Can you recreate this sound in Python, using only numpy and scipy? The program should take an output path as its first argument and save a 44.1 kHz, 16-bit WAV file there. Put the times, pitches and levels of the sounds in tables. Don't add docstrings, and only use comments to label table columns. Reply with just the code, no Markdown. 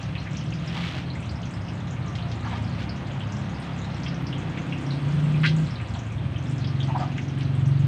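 import sys
import numpy as np
from scipy import signal
from scipy.fft import rfft, irfft
from scipy.io import wavfile
from scipy.ndimage import uniform_filter1d

SR = 44100
rng = np.random.default_rng(int(sys.argv[2]) if len(sys.argv) > 2 else 0)


def materialize(psi):
    bounded = np.clip(np.atleast_2d(psi).T, -1, 1)
    quanta = np.round(bounded * 32767).astype(np.int16)
    wavfile.write(sys.argv[1], SR, quanta)


N = 347067
T = np.arange(N) / SR

# (frequency [Hz], bandwidth [Hz], relative gain [dB])
WOK_MODES = [(805, 20, -7), (901, 20, -2), (955, 25, -3), (1199, 40, -4), (1414, 30, -6), (1576, 22, 0),
             (1695, 30, -7), (1954, 30, -4), (2065, 24, -2), (2210, 40, -9), (2448, 16, -3), (2583, 30, -6),
             (2690, 30, -9), (2805, 16, -5), (3227, 25, -2), (3363, 40, -10), (3850, 50, -11),
             (4000, 30, -3), (4163, 30, -1.5), (4400, 45, -10), (4980, 35, -8), (5152, 35, -7),
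             (5480, 35, -8), (6120, 35, -6)]
# (frequency [Hz], time to fall 60 dB [s])
KITCHEN_T60 = [(300, 0.8), (1500, 0.11), (4000, 0.21), (10000, 0.23)]


def gain_of(db):
    return 10 ** (np.asarray(db) / 20)


def unit_rms(x):
    return x / np.sqrt(np.mean(x ** 2) + 1e-20)


def spectrum_at(points, hz):
    f, value = np.transpose(points)
    return np.interp(np.log(hz + 1), np.log(f + 1), value)


def follow(rows, t):
    s, *columns = np.transpose(rows)
    return [np.interp(t, s, c) for c in columns]


def add(mix, s, sound):
    part = mix[max(round(s * SR), 0):][:len(sound)]
    part += sound[:len(part)]


def colour(x, points):
    gain = gain_of(spectrum_at(points, np.fft.rfftfreq(N, 1 / SR)))
    return unit_rms(irfft(rfft(x) * gain, N))


def wander(rate_hz, size=64):
    t = T[::size]
    lowpass = signal.butter(3, min(rate_hz, 200), fs=SR / size, output="sos")
    smooth = signal.sosfilt(lowpass, rng.standard_normal(2 * len(t)))
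    settled = smooth[len(t):]
    return np.interp(T, t, unit_rms(settled))


def swell(peak_s, rise_s, fall_s):
    return np.exp(-((T - peak_s) / np.where(T < peak_s, rise_s, fall_s)) ** 2)


def held(from_s, to_s, attack_s, release_s):
    attack = (T - from_s) / attack_s
    release = 1 - (T - to_s) / release_s
    return np.clip(np.minimum(attack, release), 0, 1)


def ring(x, modes, ring_db):
    out = x
    for hz, width, db in modes:
        mode = signal.iirpeak(hz, hz / width, SR)
        out = out + gain_of(db + ring_db) * signal.lfilter(*mode, x)
    return out


def crackle(per_s, spread_db):
    size = gain_of(spread_db * np.minimum(rng.exponential(1, N), 5))
    return rng.choice([-1, 1], N) * size * (rng.random(N) < per_s / SR)


def burst(hz, octaves, decay_s, room_db, snap=5, size=8192):
    t, f = T[:size], np.maximum(abs(np.fft.fftfreq(size, 1 / SR)), 1)
    log_gain = -np.minimum((np.log2(f / hz) / max(octaves, .05)) ** 2 / 4, 8)
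    band = np.exp(np.conj(signal.hilbert(log_gain)))[:size // 2 + 1]
    puff, echoes = rng.standard_normal((2, size))
    puff = puff * np.exp(-t / decay_s) + snap * (t == 0)
    echoes = echoes * gain_of(-60 * t / spectrum_at(KITCHEN_T60, hz)) * (t > .003)
    direct = unit_rms(irfft(rfft(puff) * band))
    tail = unit_rms(irfft(rfft(echoes) * band))
    return (direct + gain_of(room_db) * tail) * np.sqrt(.02 * SR / size)


def bursts(rows, decay_s, room_db):
    out = np.zeros(N)
    for s, db, hz, octaves in rows:
        add(out, s, gain_of(db) * burst(hz, octaves, decay_s, room_db))
    return out


def sizzle():
    # (time [s], level [dB])
    frying_level = [(0, -46.5), (1.5, -50), (2.3, -47.5), (4.1, -46), (5.5, -45), (6.2, -50), (6.65, -46.5),
                    (7.87, -48.5)]
    # (frequency [Hz], relative level per Hz [dB])
    body_spectrum = [(600, -27.5), (1000, 2), (1200, 2.5), (1500, -1), (2000, -1), (2800, -1), (3300, -2.5),
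                     (4300, -10.5), (5300, -16.5), (6800, -20), (8500, -42.5), (10000, -40.5), (15500, -51)]
    # (frequency [Hz], relative level per Hz [dB])
    spray_spectrum = [(3000, -15), (5500, -8), (7500, -5.5), (8500, 2.5), (9300, -10.5), (10300, -19),
                      (12500, -30.5), (15500, -24)]
    spray_db, seasoning_lift_db = -71, 6.5
    seasoning = held(from_s=4.67, to_s=5.55, attack_s=0.28, release_s=0.28)
    body_db = follow(frying_level, T)[0] + .5 * wander(rate_hz=6.5)
    body = colour(crackle(per_s=6000, spread_db=-1.5), body_spectrum) * gain_of(body_db)
    spray_db = spray_db + seasoning_lift_db * seasoning + 0.91 * wander(rate_hz=36)
    spray = colour(crackle(per_s=6700, spread_db=1.0), spray_spectrum) * gain_of(spray_db)
    return body + spray


def small_bubbles(count=280):
    lowest_hz, range_octaves, spread_octaves = 2130, 1.9, .11
    lowest_db, db_per_octave, luck_db = -53, -7.3, 3.5
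    when, pitch, luck, width = rng.random((count, 4)).T
    octave = range_octaves * pitch ** 0.626
    db = lowest_db + db_per_octave * octave + luck_db * luck ** 3
    rows = zip(when * N / SR, db, lowest_hz * 2 ** octave, spread_octaves * (.5 + width))
    return bursts(rows, decay_s=0.003, room_db=1.5)


def big_bubbles():
    # (time [s], level [dB], centre [Hz], spread [octaves])
    pops = [(0.029, -52, 5070, 0.19), (0.153, -42.5, 2680, 0.21), (0.18, -49, 4150, .05),
            (0.27, -45.5, 2020, .2), (0.332, -56, 6000, 0.19), (0.349, -47, 2630, 0.2),
            (0.37, -47, 5660, 0.12), (0.41, -51.5, 3080, 0.06), (0.505, -59, 6200, 0.11),
            (0.523, -46, 2670, 0.17), (0.537, -52, 4960, .08), (0.676, -50, 5160, .09),
            (1.101, -47, 4100, .07), (1.154, -49, 2160, .12), (1.204, -62, 7750, 0.12),
            (1.293, -48.5, 4570, 0.13), (1.355, -58, 5200, .07), (1.418, -61, 6200, 0.097),
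            (1.431, -48.5, 3280, 0.18), (1.455, -56, 5900, 0.11), (1.509, -60, 7400, 0.12),
            (1.538, -55, 5200, 0.064), (1.682, -50, 2780, .15), (1.686, -56.5, 5160, 0.15),
            (1.805, -58, 3520, 0.055), (1.908, -55.5, 6700, .075), (2.061, -61, 6740, 0.087),
            (2.081, -56, 5770, .08), (2.153, -45, 2850, 0.46), (2.186, -46.5, 3040, 0.16),
            (2.225, -52, 4030, 0.089), (2.316, -47, 3150, 0.4), (2.645, -60, 5200, .08),
            (2.677, -56, 4500, .08), (2.893, -46.5, 4720, 0.1), (3.205, -45, 3100, .12),
            (3.323, -53, 5770, 0.13), (3.367, -56, 5460, .1), (3.494, -61, 6250, .09),
            (3.544, -57, 4860, .08), (3.599, -62, 8600, .08), (3.788, -57, 6500, .075),
            (3.815, -52, 3800, 0.052), (3.817, -59, 6750, .07), (3.844, -51, 3870, 0.088),
            (3.944, -56, 5430, .07), (4.034, -49, 5150, .15), (4.062, -42, 2680, 0.23),
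            (4.083, -49.5, 4600, .15), (4.144, -55, 5570, .11), (4.222, -73, 12500, .25),
            (4.268, -48.5, 5030, 0.11), (4.327, -42, 3060, 0.11), (4.38, -62, 6150, .08),
            (4.574, -43, 2280, 0.31), (4.724, -39.5, 2640, 0.12), (4.864, -55, 5340, .08),
            (4.907, -44.5, 4000, 0.1), (5.24, -62, 7500, 0.082), (5.342, -46.5, 2470, 0.038),
            (5.565, -53, 6900, 0.14), (5.665, -52.5, 4100, 0.11), (5.707, -52.5, 5250, 0.06),
            (5.756, -49.5, 3980, 0.11), (5.799, -45.5, 2040, 0.22), (5.938, -60, 6950, .12),
            (5.95, -48.5, 3160, 0.15), (5.991, -55.5, 6360, 0.11), (6.181, -53, 3400, .08),
            (6.36, -47, 3000, 0.1), (6.382, -60.5, 6100, .08), (6.469, -59, 5370, 0.061),
            (6.497, -59, 7150, 0.1), (6.512, -62, 8300, .08), (6.581, -55.5, 5600, .17),
            (6.642, -46.5, 3450, .09), (6.644, -53, 4860, 0.09), (6.673, -49, 4700, 0.15),
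            (6.803, -40, 3270, .095), (6.831, -50, 4440, 0.21), (6.873, -60, 6200, 0.091),
            (6.978, -58, 4930, .09), (7.001, -55, 4930, .07), (7.178, -57, 6370, .13),
            (7.181, -40, 2150, 0.29), (7.218, -60, 6100, 0.072), (7.282, -58, 5900, 0.076),
            (7.409, -46, 2570, 0.4), (7.552, -62.5, 8250, .07), (7.659, -56.5, 6000, 0.093),
            (7.677, -64, 8350, 0.086), (7.803, -64, 6500, .08)]
    return bursts(pops, decay_s=.003, room_db=1)


def exhaust_pipe(times, strength, hz, width):
    out, t = np.zeros(N), T[:SR // 5]
    for s, size, f, w in np.broadcast(times, strength, hz, width):
        u = np.pi * w * t
        peak_s = 3 / (np.pi * w)
        add(out, s, size * u ** 3 * np.exp(-u) * np.cos(2 * np.pi * f * (t - peak_s)))
    power = uniform_filter1d(uniform_filter1d(out ** 2, size=6000), size=4000)
    return out / np.sqrt(abs(power) + 1e-9)


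def overtones(rate, turns, count=20):
    # (frequency [Hz], relative level [dB])
    overtone_colour = [(170, -25), (215, -9), (250, 0), (285, 0), (320, -7), (350, -7), (380, -12),
                       (430, -20), (560, -19), (700, -28)]
    lines = np.zeros(N)
    for k in range(6, count):
        db = spectrum_at(overtone_colour, k * rate) + 2.5 * wander(rate_hz=2)
        lines += gain_of(db) * np.sin(2 * np.pi * (k * turns + rng.random()))
    return unit_rms(lines)


def motorbike():
    # (time [s], firing rate [1/s])
    firing_rate = [(0, 35), (1.05, 43.6), (1.2, 41.5), (1.5, 34.3), (1.7, 31.3), (2.6, 27.2), (3, 26),
                   (3.9, 26), (4.6, 26.6), (5, 28.6), (5.3, 30.2), (5.67, 32.1), (5.95, 23.5), (6.3, 19.5),
                   (6.47, 25), (6.62, 23), (6.9, 22.4), (7.87, 23.3)]
    # (time [s], level [dB])
    boom_level = [(0, -34), (1.9, -34), (2.55, -30), (3.6, -45.5), (4.35, -33), (4.85, -31), (5.22, -21.5),
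                  (5.6, -20.5), (5.72, -32), (6.27, -30), (6.75, -25), (7.2, -30), (7.7, -19.5),
                  (7.87, -19.5)]
    # (from [s], to [s], opening [0-1])
    pulls = [(0.0, 1.05, 0.48), (3.933, 5.623, 0.96), (6.14, 8.0, 0.83)]
    # (frequency [Hz], relative level per Hz [dB])
    rasp_spectrum = [(200, -11), (330, 0.5), (400, -4), (560, 3.5), (850, -2.5), (2000, -49.5)]
    open_s, shut_s = 0.348, 0.17
    pipe_hz, pull_rise_hz = 108.3, 34.6
    rise_at_rate, rise_speed_power = 25.6, 1.68
    coast_width_hz, pull_width_hz = 70, 44
    steady_uneven, overrun_uneven = .045, .22
    overrun_slowing = 25
    thud_db = -11.5
    coast_overtone_db, pull_overtone_db = -51, -37
    rasp_db = -49

    rate = follow(firing_rate, T)[0]
    boom_db = follow(boom_level, T)[0]
    throttle = sum(opening * held(start, end, open_s, shut_s) for start, end, opening in pulls)
    turns = np.cumsum(rate) / SR
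    firings = np.flatnonzero(np.diff(np.floor(turns)))

    pull = throttle[firings]
    climb = (rate[firings] / rise_at_rate) ** rise_speed_power
    width = np.interp(pull ** 3, [0, 1], [coast_width_hz, pull_width_hz])
    slowing = -np.gradient(rate)[firings] * SR
    uneven = np.interp(slowing, [0, overrun_slowing], [steady_uneven, overrun_uneven])
    late, strong, detune = rng.standard_normal((len(firings), 3)).T
    times = T[firings] + .003 * uneven * late
    strength = gain_of(10 * uneven * strong)
    hz = (pipe_hz + pull_rise_hz * pull * climb) * (1 + 0.2 * uneven * detune)

    boom = exhaust_pipe(times, strength, hz, width) * gain_of(boom_db)
    thud = exhaust_pipe(times, strength, hz=88, width=34)
    thud = thud * gain_of(boom_db + thud_db) * (1 - throttle ** 7)
    upper_db = np.interp(throttle, [0, 1], [coast_overtone_db, pull_overtone_db])
    upper = overtones(rate, turns) * gain_of(upper_db)
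    rasp = colour(rng.standard_normal(N), rasp_spectrum) * gain_of(rasp_db)
    rasp = rasp * throttle ** 3 * np.exp(-(turns % 1))
    wall = signal.butter(2, [48, 420], "band", fs=SR, output="sos")
    return signal.sosfilt(wall, boom + thud) + upper + rasp


def passing_vehicle():
    # (multiple of the firing rate, relative level [dB])
    drone_orders = [(2, -8), (3, -4), (4, -1), (5, .5), (6, -8), (7, -11), (8, -15)]
    # (frequency [Hz], relative level per Hz [dB])
    tyre_spectrum = [(150, -12.5), (300, 4), (450, -3), (750, -0.5), (1100, -5), (1500, -5), (2200, -10),
                     (5000, -57)]
    nearest_s, distance_m, speed_m_per_s = 3.5, 15, 7.5
    firing_rate = 34.1
    drone_db, tyres_db = -31.5, -43
    metres = np.hypot(distance_m, speed_m_per_s * (T - nearest_s))
    turns = firing_rate * (T - metres / 343) + .035 * wander(rate_hz=1.5)
    drone = np.zeros(N)
    for k, db in drone_orders:
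        drone += gain_of(db + 3 * wander(rate_hz=2)) * np.sin(2 * np.pi * (k * turns + rng.random()))
    tyres = colour(rng.standard_normal(N), tyre_spectrum)
    return (gain_of(drone_db) * unit_rms(drone) + gain_of(tyres_db) * tyres) * distance_m / metres


def patchy(x, depth_db, size=8192):
    hop = size // 4
    z = signal.stft(x, nperseg=size, noverlap=size - hop)[2]
    patches = uniform_filter1d(rng.standard_normal(z.shape), size=4, axis=0)
    patches = uniform_filter1d(patches, size=4, axis=1)
    z = z * gain_of(depth_db * unit_rms(patches))
    return unit_rms(signal.istft(z, nperseg=size, noverlap=size - hop)[1][:N])


def street():
    # (frequency [Hz], relative level per Hz [dB])
    rumble_spectrum = [(15, -27.5), (38, -19.5), (50, -13), (65, -7), (120, 1), (200, -4.5), (330, -23.5),
                       (600, -68)]
    # (frequency [Hz], relative level per Hz [dB])
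    wash_spectrum = [(150, -9), (300, 9.5), (450, -0.5), (700, 5), (1000, -12), (1400, -14), (2200, -11),
                     (5000, -59.5)]
    # (peak time [s], swell [s], pitch at the peak [Hz], fall [Hz/s], level [dB])
    falling_whines = [(2.1, .05, 1175, 400, -46), (2.25, .08, 697, 170, -42)]
    rumble = gain_of(-36) * patchy(colour(rng.standard_normal(N), rumble_spectrum), depth_db=2.5)
    wash = gain_of(-47) * colour(rng.standard_normal(N), wash_spectrum)
    whines = np.zeros(N)
    for s, swell_s, hz, fall, db in falling_whines:
        cycles = np.cumsum(hz - fall * (T - s)) / SR
        whines += gain_of(db) * swell(s, swell_s, swell_s) * np.sin(2 * np.pi * cycles)
    return rumble + wash + whines


def rustle():
    # (peak time [s], rise [s], fall [s], level before the flutter [dB])
    arm_swings = [(0.79, 0.14, 0.21, -37.5), (0.77, 0.0082, 0.12, -55), (0.955, .008, 0.067, -50),
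                  (2.49, 0.042, 0.11, -42), (2.81, 0.031, 0.038, -41), (7.01, 0.026, 0.045, -45.5)]
    # (frequency [Hz], relative level per Hz [dB])
    cloth_spectrum = [(150, -11), (350, 2), (550, -4.5), (900, -4.5), (1300, 0), (2200, 3), (3300, 3),
                      (5000, -9.5), (8500, -25), (10500, -38.5), (15500, -38)]
    swings = sum(gain_of(db) * swell(s, rise_s, fall_s) for s, rise_s, fall_s, db in arm_swings)
    flutter = gain_of(.8 * wander(rate_hz=22))
    return colour(crackle(per_s=3000, spread_db=2.6), cloth_spectrum) * swings * flutter


def firm_band(hz, octaves, size):
    edges = [hz / 2 ** octaves, hz * 2 ** octaves]
    bandpass = signal.butter(3, edges, "band", fs=SR, output="sos")
    band = signal.hilbert(signal.sosfilt(bandpass, rng.standard_normal(size)))
    return unit_rms(band.real / abs(band) ** .7)


def knocks(size=8192):
    # (peak time [s], swell [s], level [dB], centre [Hz], half-width [octaves])
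    pushes = [(0.775, .03, -46, 900, .5), (0.965, .016, -43, 527, .35), (2.463, .025, -40.5, 1080, .48),
              (2.54, .024, -41, 900, .38), (5.965, .018, -45, 800, .38), (6.9, .017, -38, 820, .28),
              (6.961, .015, -31.5, 840, .27), (7.007, .012, -34, 690, .18), (7.027, .015, -34.5, 860, .45)]
    # (frequency [Hz], bandwidth [Hz], relative gain [dB])
    hollow_modes = [(646, 35, -1), (735, 50, -7), (805, 25, -3), (900, 25, -1), (955, 25, -2),
                    (1197, 40, 3), (1690, 52, 1), (2440, 130, 0)]
    scuff_db, room_db = -12.5, -8.5
    out, t = np.zeros(N), T[:size]
    for s, swell_s, db, hz, octaves in pushes:
        scuff = firm_band(hz=1510, octaves=0.33, size=size)
        push = firm_band(hz, octaves, size) + gain_of(scuff_db) * scuff
        push = push * gain_of(db) * np.exp(-((t - t.mean()) / swell_s) ** 2)
        echoes = rng.standard_normal(size) * gain_of(-60 * t / spectrum_at(KITCHEN_T60, hz))
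        tail = signal.fftconvolve(push, echoes / np.linalg.norm(echoes))
        add(out, s - t.mean(), push)
        add(out, s - t.mean(), gain_of(room_db) * tail)
    return ring(out, hollow_modes, ring_db=5.5)


def spit():
    # (time [s], level [dB], centre [Hz], spread [octaves])
    volley = [(5.433, -35, 2050, 0.42), (5.441, -30.5, 1820, 0.36), (5.449, -30, 1800, 0.25),
              (5.452, -34.5, 2870, 0.28), (5.461, -33, 3120, .34), (5.472, -39, 3370, 0.31),
              (5.491, -44, 3700, 0.31)]
    # (frequency [Hz], relative level per Hz [dB])
    mist_spectrum = [(2500, -13), (5000, 1.5), (8500, -8), (11500, -24), (15000, -16)]
    mist = colour(crackle(per_s=3500, spread_db=2.5), mist_spectrum)
    mist = mist * gain_of(-48.5) * swell(volley[4][0], rise_s=0.017, fall_s=0.039)
    droplets = bursts(volley, decay_s=0.008, room_db=-3)
    return ring(droplets, WOK_MODES, ring_db=7) + mist


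def scene():
    # (frequency [Hz], bandwidth [Hz], relative gain [dB])
    room_modes = [(521, 40, -5), (795, 25, -6), (901, 22, -4), (955, 25, -5), (1199, 40, -4)]
    frying = ring(sizzle() + small_bubbles() + big_bubbles(), WOK_MODES, ring_db=-4.5)
    outside = ring(motorbike() + passing_vehicle() + street(), room_modes, ring_db=0)
    return (frying + spit() + knocks() + rustle() + outside)[None]


def record(dry):
    lowpass = signal.firwin(511, 15500, window=("kaiser", 9), fs=SR)
    return signal.oaconvolve(dry, lowpass[None], "same")


dry = scene()
out = record(dry)
materialize(out)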